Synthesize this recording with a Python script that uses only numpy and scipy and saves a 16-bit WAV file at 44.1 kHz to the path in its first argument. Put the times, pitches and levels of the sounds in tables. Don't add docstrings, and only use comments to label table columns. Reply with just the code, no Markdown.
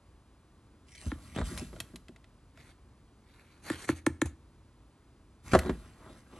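import sys
import numpy as np
from scipy import signal
from scipy.fft import rfft, irfft, next_fast_len
from scipy.io import wavfile
from scipy.ndimage import uniform_filter1d

SR = 44100
rng = np.random.default_rng(int(sys.argv[2]) if len(sys.argv) > 2 else 0)


def to_wav(sig):
    pcm = np.clip(np.atleast_2d(sig), -1, 1) * 32767
    pcm = np.round(pcm).astype(np.int16)
    wavfile.write(sys.argv[1], SR, pcm.T)


N = 281918
RING_TIME = np.arange(SR // 3) / SR

# frequency in Hz, relative level in dB.
MURMUR_COLOUR = [(22, -27), (32, -5), (52, 3), (120, -5), (170, -11), (280, -10), (500, -20.5),
                 (800, -23.5), (1050, -21.5), (1700, -31), (4500, -40.5), (11500, -61)]
MIC_COLOUR = [(1000, 6), (3000, 1), (5500, -1), (9500, -0.5), (12000, -6.5), (15000, -10)]
# start in seconds, length in seconds,
# then relative levels in dB of liner crinkle, fur rub and wall rumble.
CAT_MOVES = [(0.842, 0.21, -59, -78, -82), (0.996, 0.11, -60, -56.5, -52), (1.14, 0.19, -65, -61, -53),
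             (1.34, 0.031, -54.5, -43, -70), (1.423, 0.098, -51, -51, -40.5),
             (1.549, 0.059, -55, -51.5, -63), (1.696, 0.11, -87, -60, -53.5),
             (5.416, 0.13, -60, -57.5, -45.5), (5.511, 0.017, -48, -43, -41.5),
             (5.584, 0.084, -78, -48, -69), (5.705, 0.23, -70, -63, -64), (5.912, 0.26, -69, -58.5, -59),
             (6.227, 0.34, -67.5, -56.5, -54.5)]
# frequency in Hz, relative level in dB.
LINER_COLOUR = [(1180, -28), (2000, -1), (3140, -4.5), (4000, -6), (5200, -6), (6940, -7.5), (10000, -5.5),
                (11800, -20), (15600, -59), (22000, -120)]
FUR_COLOUR = [(120, -16), (200, 2.5), (339, 3.5), (390, -5), (600, -3.5), (1170, -6.5), (1730, -10),
              (4000, -15.5), (5200, -36), (8800, -120)]
WALL_COLOUR = [(25, -23), (55, 9.5), (120, 2), (250, -5.5), (500, -28)]
# start in seconds, relative level in dB, favoured pitch in Hz.
FLAP_TICKS = [(0.9515, -40, 3170), (1.361, -34.5, 2230), (1.5762, -26.5, 4240), (1.7615, -40, 1300),
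              (1.8023, -21.5, 2930), (1.9585, -32, 4000), (2.0833, -39.5, 2730), (2.161, -41.5, 1960),
              (2.2425, -44, 2100), (2.5742, -42.5, 1390), (5.5892, -19, 1960)]
# start in seconds, relative ring and crack levels in dB,
# favoured pitch in Hz.
BIN_BUMPS = [(1.06, -26, -48, 197), (1.361, -28, -38, 257), (1.375, -36, -43, 710),
             (1.384, -29.5, -33.5, 298), (1.398, -20.5, -41, 237), (1.4108, -27, -35, 780),
             (1.506, -26, -58, 290), (1.611, -22, -53.5, 235), (1.7274, -33.5, -49.5, 356),
             (1.932, -30, -59.5, 241), (2.085, -32.5, -61, 270), (4.257, -48, -44, 200),
             (5.5329, -10, -21, 310), (5.538, -13.5, -22.5, 1200), (5.5486, -4, -16, 510),
             (5.658, -21.5, -37.5, 332), (5.6926, -14, -29, 300), (6.059, -38.5, -57, 285),
             (6.3296, -39, -55.5, 298)]
# start in seconds, level in dB, seconds to the peak,
# pitch at the peak in Hz.
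WALL_THUDS = [(1.06, -25.5, 0.017, 80), (1.362, -34.5, 0.026, 94), (1.409, -27, 0.021, 60.7),
              (1.619, -46, 0.035, 56), (1.801, -45, 0.018, 100.5), (4.235, -35, 0.027, 90),
              (5.5293, -15.5, 0.0077, 121), (5.555, -24, 0.0267, 83), (5.699, -32.5, 0.021, 66)]
# start in seconds, relative ring, crack
# and tick levels in dB, favoured pitch in Hz, speed factor of the low note.
HOOD_KNOCKS = [(1.1169, -32.5, -32.5, -80, 1420, 0.935), (3.7003, -26.5, -26.5, -47.5, 1860, 1.017),
               (3.89, -21, -22, -47.5, 1280, 1.027), (4.0649, -20, -18, -36.5, 1600, 1.014),
               (4.2166, -22, -21, -36.5, 1870, 1.01)]
# frequency in Hz, relative level in dB,
# seconds to fall 60 dB.
FLAP_MODES = [(664, 16, 0.053), (1405, 0.5, 0.03), (1970, 4.5, 0.017), (2610, -3.5, 0.033),
              (3210, -2.5, 0.026), (3580, -14, 0.043), (4050, -0.5, 0.023)]
BIN_MODES = [(154, -9, 0.074), (180.3, -3.5, 0.17), (204, -2, 0.095), (232.4, 3, 0.091), (283, 3.5, 0.05),
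             (363.5, 4.5, 0.062), (440, 0.5, 0.0372), (515.4, 3, 0.036), (631, 0, 0.053),
             (640, -4.5, 0.036), (838, -7, 0.034), (1052, -6, 0.06), (1160, 2, 0.038), (1302, -5, 0.042),
             (1415, -5, 0.051), (1605, -2, 0.048), (1943, 0.5, 0.028)]
HOOD_HIGH_MODES = [(880, -20, 0.082), (1085, -8, 0.025), (1385, -5.5, 0.018), (1760, 0, 0.014),
                   (2135, -6, 0.016), (2520, -24, 0.035), (3170, -9, 0.012), (4060, -21, 0.0121)]
# frequency in Hz,
# relative level in dB, seconds to the peak.
HOOD_LOW_MODES = [(82, -18.5, 0.049), (136.3, -13.5, 0.012), (128, -21, 0.031), (223, -8.5, 0.011),
                  (311.3, 2.5, 0.009), (518, -8.5, 0.0046)]
# frequency in Hz, relative level in dB.
TICK_COLOUR = [(200, -2), (800, -9), (1500, 1.5), (2700, -3.5), (4200, 0.5), (5200, -8.5), (7000, -3.5),
               (12000, -3)]
BUMP_COLOUR = [(150, 4), (300, -0.5), (700, -6), (1200, -5), (1700, -8.5), (2700, -21.5), (4000, -23.5),
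               (5500, -30), (9000, -32.5), (12000, -43)]
KNUCKLE_COLOUR = [(1500, -54), (3500, 7.5), (5000, -6), (6800, 6), (9500, 7), (12000, -7)]
# start in seconds, length in seconds,
# swish level in dB, hiss level in dB.
SLEEVE_STROKES = [(2.528, 0.18, -59.5, -74), (3.172, 0.48, -65.5, -87), (3.613, 0.12, -46.5, -55.5),
                  (3.676, 0.08, -45.5, -79), (3.748, 0.1, -51, -50), (3.869, 0.034, -40, -52),
                  (3.94, 0.049, -55, -62), (4.254, 0.007, -49, -51)]
# frequency in Hz, relative level in dB.
CLOTH_COLOUR = [(300, -4), (650, -10.5), (1000, -10.5), (1600, -7), (2400, -7.5), (3100, -16.5),
                (4000, -13), (5500, -23.5)]
FIBRE_COLOUR = [(2350, -23), (4000, -9), (5000, -15.5), (6400, 3), (7580, -5), (9800, -1), (12000, -12),
                (15600, -49), (22000, -120)]
# frequency in Hz, seconds to fall 60 dB.
ROOM_DECAY = [(70, 0.78), (300, 0.21), (1500, 0.26), (9000, 0.25)]
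# frequency in Hz, side level against mid in dB.
STEREO_WIDTH = [(550, -22), (1000, -15), (2000, -14), (4000, -4), (9000, -7)]


def amp(db):
    return 10 ** (np.asarray(db) / 20)


def unit(x):
    return x / np.sqrt(np.mean(x ** 2) + 1e-20)


def read(points, hz):
    f, value = np.transpose(points)
    return np.interp(np.log(hz + 1), np.log(f + 1), value)


def add(mix, start_s, sound):
    part = mix[round(start_s * SR):][:len(sound)]
    part += sound[:len(part)]


def shaped(x, colour):
    size = next_fast_len(len(x))
    gain = amp(read(colour, np.fft.rfftfreq(size, 1 / SR)))
    return unit(irfft(rfft(x, size) * gain, size)[:len(x)])


def room_tone(murmur_db=-59, hiss_db=-76.5):
    murmur = amp(murmur_db) * shaped(rng.standard_normal(N), MURMUR_COLOUR)
    return murmur + amp(hiss_db) * shaped(rng.standard_normal(N), MIC_COLOUR)


def gestures(rows, ease, t60):
    t = np.arange(0, N, 32) / SR
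    start, length, db = np.transpose(rows)[:, :, None]
    rise = np.sin(np.pi / 2 * np.clip((t - start) / (ease * length), 0, 1)) ** 2
    fall = amp(-60 * np.maximum(t - start - length, 0) / t60)
    return np.interp(np.arange(N) / SR, t, np.linalg.norm(amp(db) * rise * fall, axis=0))


def band_flicker(x, patchy_db):
    spectra = signal.stft(x, SR, nperseg=512)[2]
    bands = uniform_filter1d(rng.standard_normal(spectra.shape), size=7, axis=0)
    patches = unit(uniform_filter1d(bands, size=11, axis=1))
    return unit(signal.istft(spectra * amp(patchy_db * patches), SR, nperseg=512)[1][:N])


def grains(colour, per_s, spread_db, clump_db, patchy_db, clump_s=0.04):
    clumps = clump_db * unit(uniform_filter1d(rng.standard_normal(N), int(clump_s * SR)))
    sizes = amp(spread_db * np.minimum(rng.exponential(1, N), 4) + clumps) * rng.standard_normal(N)
    snaps = sizes * (rng.random(N) < per_s / SR)
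    return band_flicker(shaped(snaps, colour), patchy_db)


def cat_stirring(fur_db=-1, hollow_db=-5, ease=0.56):
    start, length, crinkle_db, rub_db, weight_db = np.transpose(CAT_MOVES)
    crinkle = gestures(np.c_[start, length, crinkle_db], ease, t60=0.31)
    rub = gestures(np.c_[start, length, rub_db], ease, t60=0.51)
    weight = gestures(np.c_[start, length, weight_db], ease, t60=1)
    liner = grains(LINER_COLOUR, per_s=4000, spread_db=3.6, clump_db=2, patchy_db=4.2)
    fur = grains(FUR_COLOUR, per_s=6000, spread_db=2.6, clump_db=1.4, patchy_db=3.6)
    t = RING_TIME
    shell = sum(amp(db - 60 * t / t60) * np.sin(2 * np.pi * hz * t) for hz, db, t60 in BIN_MODES)
    hollow = unit(signal.fftconvolve(np.diff(fur, prepend=0), shell)[:N])
    rumble = shaped(rng.standard_normal(N), WALL_COLOUR)
    return crinkle * liner + rub * (amp(fur_db) * fur + amp(hollow_db) * hollow) + weight * rumble


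def burst(colour, t60):
    envelope = amp(-60 * RING_TIME / t60)
    rise = 1 - np.exp(-RING_TIME / .0002)
    puff = shaped(rng.standard_normal(len(RING_TIME)), colour) * envelope * rise
    return puff * np.linalg.norm(envelope) / np.linalg.norm(puff)


def ringing(modes, centre_hz, octaves):
    hz, db, t60 = np.transpose(modes)[:, :, None]
    favour = 1 / (1 + (np.log2(hz / centre_hz) / octaves) ** 2)
    return (favour * amp(db - 60 * RING_TIME / t60) * np.sin(2 * np.pi * hz * RING_TIME)).sum(0)


def dispersed(x, delay_s, lowest_hz=300):
    hz = np.fft.rfftfreq(len(x), 1 / SR)
    lag = delay_s * 1000 / np.maximum(hz, lowest_hz)
    return irfft(rfft(x) * np.exp(-2j * np.pi * np.cumsum(lag) * hz[1]), len(x))


def flap_ticks(level_db=-8, ring_db=-3, soft_db=-44, soft_hz=4500, db_per_octave=9):
    out = np.zeros(N)
    for start, db, centre_hz in FLAP_TICKS:
        ring = dispersed(ringing(FLAP_MODES, centre_hz, octaves=0.41), delay_s=0.001938)
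        click = burst(TICK_COLOUR, t60=0.033) + amp(ring_db) * ring
        limit_hz = min(soft_hz * 2 ** ((db - soft_db) / db_per_octave), SR / 3)
        add(out, start, amp(db + level_db) * signal.lfilter(*signal.butter(2, limit_hz, fs=SR), click))
    return out


def bin_bumps(ring_trim_db=-6, crack_trim_db=4, hard_contact_s=0.00046, doubling_db=8):
    out = np.zeros(N)
    for start, ring_db, crack_db, centre_hz in BIN_BUMPS:
        contact_s = hard_contact_s * 2 ** ((ring_db - crack_db) / doubling_db)
        press = 1 - np.exp(-(RING_TIME / contact_s) ** 2)
        ring = amp(ring_db + ring_trim_db) * ringing(BIN_MODES, centre_hz, octaves=0.61)
        crack = amp(crack_db + crack_trim_db) * burst(BUMP_COLOUR, t60=0.053)
        add(out, start, dispersed(press * (ring + crack), delay_s=0.000817, lowest_hz=135))
    return out


def wall_thuds(swell=3):
    out = np.zeros(N)
    for start, db, peak_s, hz in WALL_THUDS:
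        age = RING_TIME / peak_s
        cycles = np.cumsum(hz * np.sqrt(1.1 / (np.minimum(age, 1.6) + .1))) / SR
        add(out, start, amp(db) * (age * np.exp(1 - age)) ** swell * np.sin(2 * np.pi * cycles))
    return out


def room_boom(x, hz=54, width_hz=10, db=-5):
    return x + amp(db) * signal.lfilter(*signal.iirpeak(hz, hz / width_hz, SR), x)


def hood_knocks(crack_trim_db=3, tick_trim_db=9, swell=4.8):
    out = np.zeros(N)
    uneven_db = 2 * rng.standard_normal((len(HOOD_KNOCKS), len(HOOD_HIGH_MODES)))
    for (start, ring_db, crack_db, tick_db, centre_hz, speed), spot in zip(HOOD_KNOCKS, uneven_db):
        t = RING_TIME * speed
        note = sum(amp(db) * (t / peak * np.exp(1 - t / peak)) ** swell * np.sin(2 * np.pi * hz * t)
                   for hz, db, peak in HOOD_LOW_MODES)
        modes = [(hz, db + more, t60) for (hz, db, t60), more in zip(HOOD_HIGH_MODES, spot)]
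        crack = dispersed(ringing(modes, centre_hz, octaves=0.69), delay_s=0.00202)
        add(out, start, amp(tick_db + tick_trim_db) * burst(KNUCKLE_COLOUR, t60=0.021))
        add(out, start, amp(crack_db + crack_trim_db) * crack)
        add(out, start, amp(ring_db) * note)
    return out


def sleeve(ease=0.49, t60=0.12):
    start, length, swish_db, hiss_db = np.transpose(SLEEVE_STROKES)
    swish = gestures(np.c_[start, length, swish_db], ease, t60)
    hiss = gestures(np.c_[start, length, hiss_db], ease, t60)
    cloth = grains(CLOTH_COLOUR, per_s=7000, spread_db=2.3, clump_db=1.6, patchy_db=3)
    fibres = grains(FIBRE_COLOUR, per_s=10000, spread_db=3, clump_db=2, patchy_db=3.2)
    return swish * cloth + hiss * fibres


def room(x, wet_db, gap_s=0.0031):
    echoes = rng.standard_normal(SR // 2) * (rng.random(SR // 2) < .1)
    hz, t, spectra = signal.stft(echoes, SR, nperseg=256)
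    tail = signal.istft(spectra * amp(-60 * t / read(ROOM_DECAY, hz)[:, None]), SR, nperseg=256)[1]
    tail *= np.clip(np.arange(len(tail)) / SR / gap_s - 1, 0, 1)
    return x + amp(wet_db) * signal.fftconvolve(x, tail / np.linalg.norm(tail))[:N]


def mic_pair(mid, wider_db):
    hz = np.fft.rfftfreq(512, 1 / SR)
    flips = (hz > 1000) & (rng.random(len(hz)) < .15)
    sign = np.cumprod(np.where(flips, -1, 1))
    scatter = np.fft.fftshift(irfft(1j * sign * amp(read(STEREO_WIDTH, hz) + wider_db)))[1:]
    side = signal.fftconvolve(mid, scatter * np.hanning(len(scatter)), "same")
    return np.array([mid + side, mid - side])


def scene():
    hood = mic_pair(room(hood_knocks(), wet_db=-17.5), wider_db=-1)
    body = mic_pair(room(room_boom(bin_bumps() + wall_thuds()), wet_db=-14.5), wider_db=1)
    flap = mic_pair(room(flap_ticks(), wet_db=-16.5), wider_db=-8)
    rustle = mic_pair(cat_stirring(), wider_db=3) + mic_pair(sleeve(), wider_db=3)
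    return hood + body + flap + rustle + mic_pair(room_tone(), wider_db=2.5)


def record(dry):
    cut = signal.sosfilt(signal.butter(2, 39, "highpass", fs=SR, output="sos"), dry)
    band_limit = signal.firwin(301, 12000, window=("kaiser", 8), fs=SR)
    return signal.oaconvolve(cut, band_limit[None], "same")


dry = scene()
out = record(dry)
to_wav(out)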